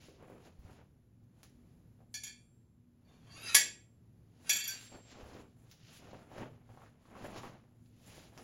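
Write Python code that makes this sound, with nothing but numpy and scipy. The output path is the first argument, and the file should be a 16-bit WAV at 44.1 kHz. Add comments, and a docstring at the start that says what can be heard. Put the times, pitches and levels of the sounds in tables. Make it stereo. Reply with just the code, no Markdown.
"""A low carpeted hall: a martial artist drills with two steel sai, a few metres from a two-port phone.
Ventilation rumbles and lamps hum: coloured and narrow-band noise.
A heavy jacket flaps and swishes (sparse noise grains) and snaps; bare feet land (damped pops).
Steel ticks in the hand; the sai clink (decaying modes) and slide on each other (resonances driven by grains)."""
import sys
import numpy as np
from scipy import signal
from scipy.fft import rfft, irfft, next_fast_len
from scipy.io import wavfile
from scipy.ndimage import uniform_filter1d

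SR = 44100
rng = np.random.default_rng(int(sys.argv[2]) if len(sys.argv) > 2 else 0)


def master(y):
    """Save y as 16-bit WAV."""
    cut = np.clip(np.atleast_2d(y).T, -1, 1)
    pcm = np.round(cut * 32767)  # scale
    wavfile.write(sys.argv[1], SR, pcm.astype(np.int16))


N = 371763
T = np.arange(N) / SR
SIZE = next_fast_len(N + SR)
FREQ = np.fft.rfftfreq(SIZE, 1 / SR)


def amp(db):
    """Decibels to gain."""
    return 10 ** (np.asarray(db) / 20)


def unit(x):
    """Scale to rms 1."""
    return x / np.sqrt(np.mean(x ** 2))


def along(table, hz):
    """Read a (f/Hz, value) table on a log-frequency axis."""
    f, v = np.transpose(table)
    return np.interp(np.log(hz + 1), np.log(f + 1), v)


def colour(x, table):
    """Filter x by a (f/Hz, gain/dB) table."""
    return irfft(rfft(x, SIZE) * amp(along(table, FREQ)), SIZE)[..., :N]


def walk(rate_hz):
    """Random levels held 1 / rate_hz and slewed twice; rms 1."""
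    k = int(SR / rate_hz)
    held = np.repeat(rng.standard_normal(N // k + 1), k)
    return unit(uniform_filter1d(uniform_filter1d(held, k), k)[:N])


def grains(rate_hz, spread_db, channels=1):
    """Sparse clicks of either sign with a long-tailed spread of sizes."""
    size = rng.standard_normal((channels, N)) * amp(spread_db * rng.exponential(size=(channels, N)))
    return size * (rng.random((channels, N)) < rate_hz / SR)


def add(out, s, sound):
    """Mix a sound in at time s."""
    i = int(s * SR)
    out[..., i:i + sound.shape[-1]] += sound[..., :N - i]


# ventilation spectrum [f/Hz, relative level/dB]
AIR_SPECTRUM = [(20, -23.5), (35, -17), (60, -8.5), (110, -6.5), (170, -7.5), (250, -15), (320, -17),
                (500, -26.5), (900, -34.5), (1500, -39), (4000, -46), (8800, -49), (12000, -45),
                (15800, -57.5)]
AIR_DB = -64


def ventilation():
    """Broadband flow noise, independent at each port, swelling a little."""
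    swell = amp(1.5 * walk(3))
    return amp(AIR_DB) * swell * unit(colour(rng.standard_normal((2, N)), AIR_SPECTRUM))


# lamp hum lines [f/Hz, width/Hz, level/dB]
HUM_LINES = [(112.4, 1.2, -69.5), (241.5, 1.2, -74)]


def lamps():
    """Noise through narrow resonances: a wavering hum."""
    out = np.zeros(N)
    for hz, width_hz, db in HUM_LINES:
        b, a = signal.iirpeak(hz, hz / width_hz, SR)
        out += amp(db) * unit(signal.lfilter(b, a, rng.standard_normal(N)))
    return out


# moves of arms and legs in the jacket
# [start/s, length/s, flap level/dB, swish level/dB, swish treble level/dB]
JACKET_MOVES = [(0.0, .1, -67, -63, -71), (0.205, 0.2, -60.5, -78.5, -78.5),
                (0.444, 0.045, -62.5, -69, -72), (0.635, .16, -60, -73.5, -76.5),
                (1.38, 0.051, -71, -79, -79), (1.504, .25, -80.5, -88, -86.5), (2, .03, -76, -95, -87),
                (3.094, .12, -69, -80, -91.5), (3.241, .1, -65, -75, -86), (3.381, 0.17, -57, -74.5, -85.5),
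                (4.45, 0.099, -56.5, -62, -65), (4.62, 0.25, -64, -57, -61), (4.91, 0.098, -56, -66, -73.5),
                (5.114, .02, -58, -55, -72.5), (5.191, .03, -52.5, -67, -72.5),
                (5.26, .15, -55, -66.5, -71.5), (5.577, .22, -73, -84, -78),
                (5.717, 0.014, -76.5, -68.5, -73.5), (5.865, .05, -70.5, -62, -72),
                (5.921, .055, -65, -57.5, -63.5), (6.02, 0.21, -57, -70, -75.5),
                (6.324, .03, -53, -68.5, -71), (6.379, 0.012, -47.5, -61.5, -65.5),
                (6.405, .022, -44, -62.5, -69.5), (6.704, 0.1, -61.5, -75.5, -75),
                (6.81, .085, -62.5, -74.5, -76), (7.057, .08, -64.5, -74.5, -76),
                (7.16, 0.044, -51, -68, -70), (7.239, .04, -43, -59.5, -62.5),
                (7.369, 0.025, -45, -52.5, -61), (7.427, 0.072, -48.5, -65.5, -69),
                (7.73, 0.29, -88, -92, -84), (8.069, .03, -68, -64.5, -65),
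                (8.079, 0.17, -60.5, -60.5, -62.5), (8.307, 0.066, -62, -93.5, -85),
                (8.388, .04, -57, -66.5, -66)]
RISE_DB_PER_S, FALL_DB_PER_S = 220.5, 174
SETTLE_DB, SETTLE_DB_PER_S = -14, 70  # cloth stirs before a move, settles slowly after it
ARCH_DB = 4  # a move is weaker at its ends than in its middle


def moves():
    """Gain of flap, swish and treble: every move swells, holds for its length, dies away and settles."""
    power = np.zeros((3, N))
    for start, length, *db in JACKET_MOVES:
        near = slice(max(int((start - .5) * SR), 0), int((start + length + .5) * SR))
        early = np.maximum(start - T[near], 0)
        late = np.maximum(T[near] - start - length, 0)
        arch = np.clip(2 * (T[near] - start) / length - 1, -1, 1) ** 2
        swing = amp(-ARCH_DB * arch - RISE_DB_PER_S * early - FALL_DB_PER_S * late)
        settle = amp(SETTLE_DB - SETTLE_DB_PER_S * (early + late))
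        power[:, near] += amp(db)[:, None] ** 2 * (swing ** 2 + settle ** 2)
    return np.sqrt(power)


# cloth spectra: folding creases, rubbing fibres, their treble [f/Hz, relative level/dB]
FLAP_SPECTRUM = [(120, -1.5), (220, 4.5), (400, 1), (700, 0.5), (1150, -6), (1800, -10), (3000, -16),
                 (6000, -48), (12000, -46)]
SWISH_SPECTRUM = [(800, -12.5), (1500, 1.5), (3000, 5), (5000, 2), (7000, -2), (8000, -24.5), (16000, -39)]
SWISH_TREBLE = [(4000, -28), (7000, -6), (8800, -0.5), (10500, -6.5), (12500, -9), (15800, -16)]
CREASE_S = .004


def cloth():
    """Heavy cotton: dull creases folding over and fine fibres rubbing, from the front and spread by the walls."""
    # spectrum, grains/s, flicker/dB
    layers = ((FLAP_SPECTRUM, 1300, 1.6), (SWISH_SPECTRUM, 4000, 1.5), (SWISH_TREBLE, 2500, 1.5))
    out = 0
    for gain, (spectrum, rate_hz, flicker_db) in zip(moves(), layers):
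        # a crease is a short dying rasp, not a point
        hits = grains(rate_hz, spread_db=1.0)[0] ** 2
        power = signal.lfilter([1], [1, -np.exp(-1 / (CREASE_S * SR))], hits)
        front, left, right = np.sqrt(power) * rng.standard_normal((3, N))
        creases = 0.64 * front + np.array([left, right])
        out = out + gain * unit(colour(creases, spectrum) * amp(flicker_db * walk(30)))
    return out


def knocks(table, cycles, hiss_db):
    """Short damped pops: a few cycles at their pitch with a puff of noise."""
    out = np.zeros(N)
    for s, db, hz in table:
        turns = np.arange(int(8 * cycles * SR / hz)) * hz / SR
        decay = np.exp(-turns / cycles)
        hiss = amp(hiss_db) * rng.standard_normal(len(turns)) * decay  # decays twice as fast as the tone
        onset = 1 - np.exp(-turns / 0.053)
        add(out, s, amp(db) * (np.sin(2 * np.pi * turns) + hiss) * onset * decay)
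    return out


# jacket folds pulled taut [t/s, level/dB, f/Hz]
FOLD_SNAPS = [(0.085, -43, 436), (0.195, -59, 479), (0.226, -41.5, 470.7), (0.3, -40, 463),
              (0.347, -47.5, 407.3), (2.005, -52, 653.7), (3.379, -48, 657), (4.957, -48.5, 491.5),
              (5.186, -42, 511), (5.351, -40, 430.2), (6.089, -49.5, 746.4), (6.132, -38, 605.5),
              (6.316, -40, 721), (6.382, -34, 661.3), (6.419, -41.5, 527.8), (6.692, -48, 802),
              (6.774, -41, 799), (6.819, -44.5, 1149), (6.862, -48.5, 1550), (7.055, -50.5, 1148),
              (7.153, -39.5, 1099), (7.195, -42.5, 800), (7.247, -36, 675), (7.361, -35, 1000),
              (7.384, -37, 1147), (7.434, -33.5, 1100), (7.455, -38.5, 1000), (7.5, -45, 699),
              (8.18, -43.5, 598)]


def snaps():
    """Taut folds pop: under a cycle of decay, little hiss."""
    return knocks(FOLD_SNAPS, cycles=0.84, hiss_db=-19)


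# feet landing [t/s, level/dB, f/Hz]
FOOTFALLS = [(0.588, -46.5, 60.8), (0.649, -45.5, 83.4), (1.229, -54.5, 113), (5.229, -45.5, 69.8),
             (5.832, -53.5, 108.4), (6.392, -46.5, 118), (6.699, -50.5, 103.7), (7.223, -49, 100.3),
             (7.369, -46.5, 110)]


def steps():
    """Bare feet land: low, almost pure thuds."""
    return knocks(FOOTFALLS, cycles=1.8, hiss_db=-25.5)


# small dry ticks of steel in the hand [t/s, level/dB, f/Hz]
STEEL_TICKS = [(1.432, -39, 9200), (1.497, -62, 8900), (5.714, -39.5, 5695), (7.86, -60.5, 5050),
               (8.377, -36.5, 5200)]


def ticks():
    """Steel ticks in the hand: high, noisy, dead within a few cycles."""
    return knocks(STEEL_TICKS, cycles=1.5, hiss_db=2.0)


def ring(modes, t, shorten, split, count):
    """Free decay of modes, each split into partners with random shares, phases and small detunings."""
    hz, db, t60 = np.repeat(modes, count, axis=0).T[:, :, None]
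    chance = rng.standard_normal((len(hz), 4)).T[:, :, None]
    place = np.tile(np.arange(count) - (count - 1) / 2, len(modes))[:, None]
    hz = hz * (1 + split * (place + 0.3 * chance[2]))
    db = db - 5.5 * abs(place) + 1.5 * chance[0]  # outer partners are weaker
    t60 = t60 * amp(1.5 * chance[3])  # decay times vary at random between partners
    decay = np.exp(-np.log(1000) * t / (t60 * shorten))
    return amp(db) * decay * np.sin(2 * np.pi * hz * t + 2 * chance[1]), hz


# blows; the clash at 3.546 has a second, brighter row 4 ms later
# [t/s, level/dB, first sai/dB, second sai/dB, lengthwise ring/dB, crack/dB,
# brightness/(dB/octave), grip 0 tight - 1 loose, then 7 x favour/dB at FAMILY_HZ]
BLOWS = [(2.141, -33, -13, -26, -3.5, -5.5, 1, 0.34, -1.5, -5, 2.5, 0, 0.5, 1, -0.5),
         (2.235, -36.5, -16, -21.5, 0, -2.5, 1.5, 0.4, 2.5, -4, 1, 3, -2, -0.5, 0.5),
         (2.268, -40, -14.5, -22.5, -14.5, -6.5, -1, 0.37, 0.5, -3, 2, 1.5, 1.5, 1, 1),
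         (3.546, -18, -21, -13.5, 0.5, 6, 0, 0.091, 3.5, 5, -1.5, -1, -3, -3, 0.5),
         (3.55, -17.5, -32, -23, -19, 1, 5, 0.089, 2.5, 2.5, -0.5, -1.5, -1, -2.5, -0.5),
         (4.494, -24, -14, -14, 1.5, 1, 0, .6, -2, -2, 2, 1.5, -3, -1, 1.5),
         (4.53, -32.5, -19, -13, -20.5, -12, 4, .5, -4, -2, -0.5, 5, -2, -3, -0.5),
         (4.562, -33.5, -17.5, -15, -15, -7.5, 1.5, .5, -3, -3, -2, 1.5, -0.5, -2.5, 2),
         (4.599, -35, -15.5, -15, -19.5, -14.5, 0, .5, -5, -2.5, -3, 4.5, 6, -4, -1),
         (4.64, -37.5, -15.5, -14, -20, -14, 1.5, .5, -6.5, -8, 2, 4.5, -0.5, -1.5, -2),
         (4.677, -33, -21, -15.5, -14.5, -8.5, 3, 0.6, 9.5, -10.5, 2.5, -3.5, -2, 0, 0),
         (4.693, -39, -15.5, -16.5, -20.5, -5.5, 2.5, 0.39, 0, -8.5, 0, -4, 2.5, -2, -0.5),
         (4.924, -58.5, -14, -25.5, -20, -15, -0.5, 0.2, -4, -6, -3, -8, 7.5, -6, -6)]
# mode-family centres [f/Hz]
FAMILY_HZ = [1570, 1900, 2400, 3300, 4550, 5800, 7100]
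# bending modes, each a cluster of shaft and prongs [f/Hz, level/dB, t60/s before grip and spread]
FIRST_BENDING = [(1730, -7, 0.17), (2187, -13.5, 0.31), (2334, -13, 0.35), (2395, -11, 0.37),
                 (3340, -14.5, .3), (3476, -9, 0.22), (4440, -3, 0.27), (4720, -14.5, 0.39),
                 (5550, -12, .2), (5810, -3, 0.088), (7370, -10, 0.16), (6712, -11, 0.13),
                 (6960, 2.5, 0.077), (6800, -6, .2), (7820, -12, 0.05), (9360, -10, 0.76),
                 (10140, -8.5, 0.068), (11000, -15, 0.16), (13330, -12, .15), (13610, -12.5, .15),
                 (14200, -10.5, .2)]
SECOND_BENDING = [(1567, -7.5, 0.21), (1700, -9, 0.25), (1896, -11.5, .22), (1945, -8, 0.19),
                  (2231, -3.5, .2), (2465, -9.5, 0.42), (2640, -10, 0.39), (3189, -6.5, 0.26),
                  (3398, -2, 0.23), (3573, -12, 0.17), (3920, -17.5, .2), (4600, -6, 0.46),
                  (4770, -14.5, 0.089), (5785, -1, 0.21), (6180, -8, 0.092), (6460, -11.5, .15),
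                  (7200, -4, 0.17), (7300, -4.5, 0.098), (7752, -9, 0.3), (9200, -5, 0.086),
                  (8970, -9, 0.067), (10140, -14, 0.16), (11500, -9.5, .1), (11800, -4, 0.077),
                  (12300, -9, 0.16), (14000, -10, .2), (15300, -22, .2), (15670, -21.5, .2)]
# lengthwise modes, pure [f/Hz, level/dB, t60 as share of the blow's]
FIRST_LENGTHWISE = [(7310, -4, .35)]
SECOND_LENGTHWISE = [(7556, -1.5, 1.0)]
# hilts and fists [f/Hz, level/dB, t60/s before spread]
HILT_MODES = [(440, -14.5, 0.01), (720, -5.5, 0.024), (972, -3.5, 0.033)]
# contact noise spectrum [f/Hz, relative level/dB]
CRACK_SPECTRUM = [(400, -10.5), (900, -7.5), (1300, -6.5), (1600, -6), (3000, 2.5), (6000, 4.5), (9000, 7),
                  (11500, -1.5), (13500, -4.5), (15800, -21)]
# a tight grip shortens the rings, lets the fists thud and keeps the shafts rattling on each other
LONG_T60_S, LONG_T60_LOOSE_S = 0.17, 1.7
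HILT_DB, HILT_LOOSE_DB = -15, -52
RATTLE_DB, RATTLE_PER_S = 4, 260
CONTACT_S = .0004  # the shafts stay in contact for a moment
SWELL_CYCLES = 7  # bending waves need a few cycles to fill the shaft, so low modes come late
BITE_DB, BITE_S = -1.5, 0.011  # part of the ring dies within the first moments
CRACK_S = 0.0022
CLATTER_DB, CLATTER_S = -19, .025  # gripped shafts go on clattering after the crack


def clinks():
    """Each blow rings both sai, damped by the hands, over a crack of countless short modes."""
    out, t = np.zeros(N), np.arange(SR) / SR
    short = t[:SR // 2]
    rise = 1 - np.exp(-t / CONTACT_S)
    bite = 1 + amp(BITE_DB) * np.exp(-short / BITE_S)
    for s, db, first_db, second_db, long_db, crack_db, bright, grip, *favour_db in BLOWS:
        grip = np.clip(grip, 0, 1)
        shorten = 0.51 + 0.36 * grip
        long_t60 = LONG_T60_S + grip * (LONG_T60_LOOSE_S - LONG_T60_S)
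        rattle = amp(RATTLE_DB * (1 - 0.78 * grip) * walk(RATTLE_PER_S)[:len(short)])
        sais = ((FIRST_BENDING, FIRST_LENGTHWISE, .005, first_db),
                (SECOND_BENDING, SECOND_LENGTHWISE, .004, second_db))
        for bending, lengthwise, split, share_db in sais:
            waves, hz = ring(bending, short, shorten, split * (2 - grip), count=5)
            waves = waves * (1 - np.exp(-short * hz / SWELL_CYCLES))
            tilt_db = bright * np.log2(hz / 4000) + np.interp(hz, FAMILY_HZ, favour_db)
            bend = np.sum(waves * amp(tilt_db), axis=0)
            add(out, s, amp(db + share_db) * rattle * bend * bite)
            pure = ring(lengthwise, t, long_t60, split=0, count=1)[0].sum(axis=0)
            pure *= amp(3.5 * walk(18)[:SR])  # the long ring wavers randomly in level
            add(out, s, amp(db + share_db + long_db) * rise * pure)
        hilt_db = HILT_DB + grip * (HILT_LOOSE_DB - HILT_DB)
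        thud = ring(HILT_MODES, t, 1.0, split=0.064, count=5)[0].sum(axis=0)
        add(out, s, amp(db + hilt_db) * rise * thud)
        clatter = amp(CLATTER_DB) * (1 - grip) * np.exp(-t / CLATTER_S)
        burst = rise * (np.exp(-t / CRACK_S) + clatter) * rng.standard_normal(SR)
        crack = np.zeros(N)
        add(crack, s, amp(db + crack_db) * burst)
        out += colour(crack, [(hz, v + 1.5 * bright * np.log2(hz / 4000)) for hz, v in CRACK_SPECTRUM])
    return out


def gains(tables):
    """Gain over time from level tables; practically silent between them."""
    total = 0
    for table in tables:
        points = np.array(table)
        total = total + amp(np.interp(T, points[:, 0], points[:, 1], -200, -200))
    return total


# strokes of shaft on shaft; the contact point moves the resonances
# [t/s, level/dB, shift/Hz, brightness/(dB/octave)]
SLIDE_STROKES = [
    [(3.05, -93, -330, 6), (3.085, -75.5, -330, 3.5), (3.17, -78.5, -330, 3.5), (3.23, -80, -400, 0.5),
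     (3.275, -67.5, -520, 1.5), (3.32, -62.5, -480, 3), (3.345, -63, -420, -0.5), (3.375, -57.5, -300, -1),
     (3.405, -55, -180, -2), (3.435, -50, -0.5, -1), (3.465, -49, -59.5, 2.5), (3.492, -44, -120, 1),
     (3.525, -52, -130, 0.5), (3.545, -42.5, -130, 1.5)],
    [(4.44, -70, -30, 1.5), (4.49, -53, -29.5, 1), (4.62, -57.5, -30.5, 1.5), (4.83, -75.5, -30, 3)],
]
# resonances of the pressed shafts [f/Hz before shift, level/dB, t60/s before PRESSED_SHORTEN]
PRESSED_MODES = [(1570, -1, 0.035), (1945, -8, 0.052), (2160, -8, .04), (2470, -4.5, 0.071),
                 (2840, 2, 0.045), (3160, -4.5, 0.057), (3260, -6.5, 0.038), (3860, -5, 0.044),
                 (3970, -1, 0.06), (4860, -1, 0.063), (5340, -7, .03), (6400, -2.5, 0.039),
                 (7150, -5, 0.041), (10200, -5, 0.017), (10317, -11, 0.016), (11600, -12.5, .015),
                 (13900, -16.5, 0.018)]
PRESSED_SHORTEN = 0.79


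def slides():
    """Rough steel catching and slipping drives the pressed resonances, which glide with the contact point."""
    s, level_db, shift_hz, bright_db = np.concatenate(SLIDE_STROKES).T
    shift, bright = np.interp(T, s, shift_hz), np.interp(T, s, bright_db)
    catches = grains(8000, spread_db=1.5)[0] * amp(2.5 * walk(90))
    light_db = np.clip(np.interp(T, s, level_db) + 61, -14, 0)  # a light touch hardly stirs the top modes
    body = 0
    for hz, db, t60 in PRESSED_MODES:
        turn = np.exp(2j * np.pi * np.cumsum(hz + shift + 70 * walk(15)) / SR)
        # decay seen from the turning mode
        pole = 1000. ** (-1 / (PRESSED_SHORTEN * t60 * SR))
        held = signal.lfilter([1], [1, -pole], catches / turn)
        mode_db = db + bright * np.log2(min(hz, 5000) / 3000) + light_db * (hz > 5000)
        breakup = amp(4.5 * walk(45))  # each strand breaks up under its own random level
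        body = body + amp(mode_db) * breakup * np.imag(held * turn) / np.sqrt(t60)
    rasp = amp(-3.5) * unit(colour(catches, CRACK_SPECTRUM))
    thin = signal.butter(4, 1250, "high", fs=SR, output="sos")  # slim shafts radiate no bass
    return gains(SLIDE_STROKES) * signal.sosfilt(thin, unit(body) + rasp)


# reverberation [f/Hz, t60/s]
HALL_T60 = [(200, 0.89), (800, 0.22), (3000, 0.37), (8000, 0.22), (14000, 0.058)]
# early echoes off carpet and ceiling [delay/s, level/dB]
EARLY_ECHOES = [(.0037, -7), (.0083, -10)]
HALL_DB = 1  # energy of the dense tail re direct sound
LEFT_LATE = 2  # samples by which direct sound reaches the left port later


def hall(x):
    """Direct sound, two early echoes and a dense tail that dies band by band, different at each port."""
    t, tail = np.arange(SR // 2) / SR, 0
    for hz in 150 * 2. ** np.arange(7):
        top_hz = hz * np.sqrt(2) * (1.4 if hz > 9000 else 1)
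        sos = signal.butter(2, [hz / np.sqrt(2), top_hz], "band", fs=SR, output="sos")
        fall = np.exp(-np.log(1000) * t / along(HALL_T60, hz))
        tail = tail + fall * signal.sosfilt(sos, rng.standard_normal((2, len(t))))
    tail = tail * (1 - np.exp(-t / 0.0013))
    tail = amp(HALL_DB) * tail / np.sqrt(np.sum(tail ** 2, axis=1, keepdims=True))
    for late, db in EARLY_ECHOES:
        tail[:, int(late * SR)] += amp(db)
    ports = np.array([np.roll(x, LEFT_LATE), x])
    return ports + signal.fftconvolve(x[None], tail, axes=1)[:, :N]


def scene():
    """Steel, snaps and feet excite the hall; cloth, ventilation and lamps are added as they are."""
    struck = clinks() + slides() + snaps() + ticks() + steps()
    return hall(struck) + cloth() + ventilation() + lamps()


# likeness of the two channels [f/Hz, share 0-1]
PORT_LIKENESS = [(25, .85), (130, 0.9), (290, 0.47), (640, 0.11), (5500, 0.096), (7000, 0.66), (7800, 0.95),
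                 (16000, 1)]
# phase of the right channel against the left [f/Hz, half turns]
PORT_PHASE = [(0, 0), (6800, 0), (7900, 1), (9200, 1), (10400, 2), (11800, 2), (12500, 3), (14500, 3),
              (15000, 4), (16500, 4)]
# channel balance [f/Hz, left over right/dB]
PORT_BALANCE = [(60, 2), (200, -2), (500, 0.5), (1200, 1), (2200, 1), (4500, -2), (8000, 0)]
TOP_HZ = 16200


def record(dry):
    """Channels share bass and high treble; treble alternates between in phase and antiphase; the top is cut."""
    left, right = rfft(dry, SIZE)
    like = np.clip(along(PORT_LIKENESS, FREQ), 0, 1)
    phase = np.exp(-1j * np.pi * np.interp(FREQ, *np.transpose(PORT_PHASE)))
    # blending raises sound the channels already share: rescale to the right one's own level
    blend = like * left * phase + np.sqrt(1 - like ** 2) * right
    own_power = uniform_filter1d(abs(right) ** 2, size=2000)
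    blend *= np.sqrt(own_power / uniform_filter1d(abs(blend) ** 2, size=2000))
    balance = amp(np.outer([.5, -.5], along(PORT_BALANCE, FREQ)))
    both = irfft(np.array([left, blend]) * balance, SIZE)[:, :N]
    return signal.sosfilt(signal.ellip(10, .2, 70, TOP_HZ, fs=SR, output="sos"), both)


dry = scene()
out = record(dry)
master(out)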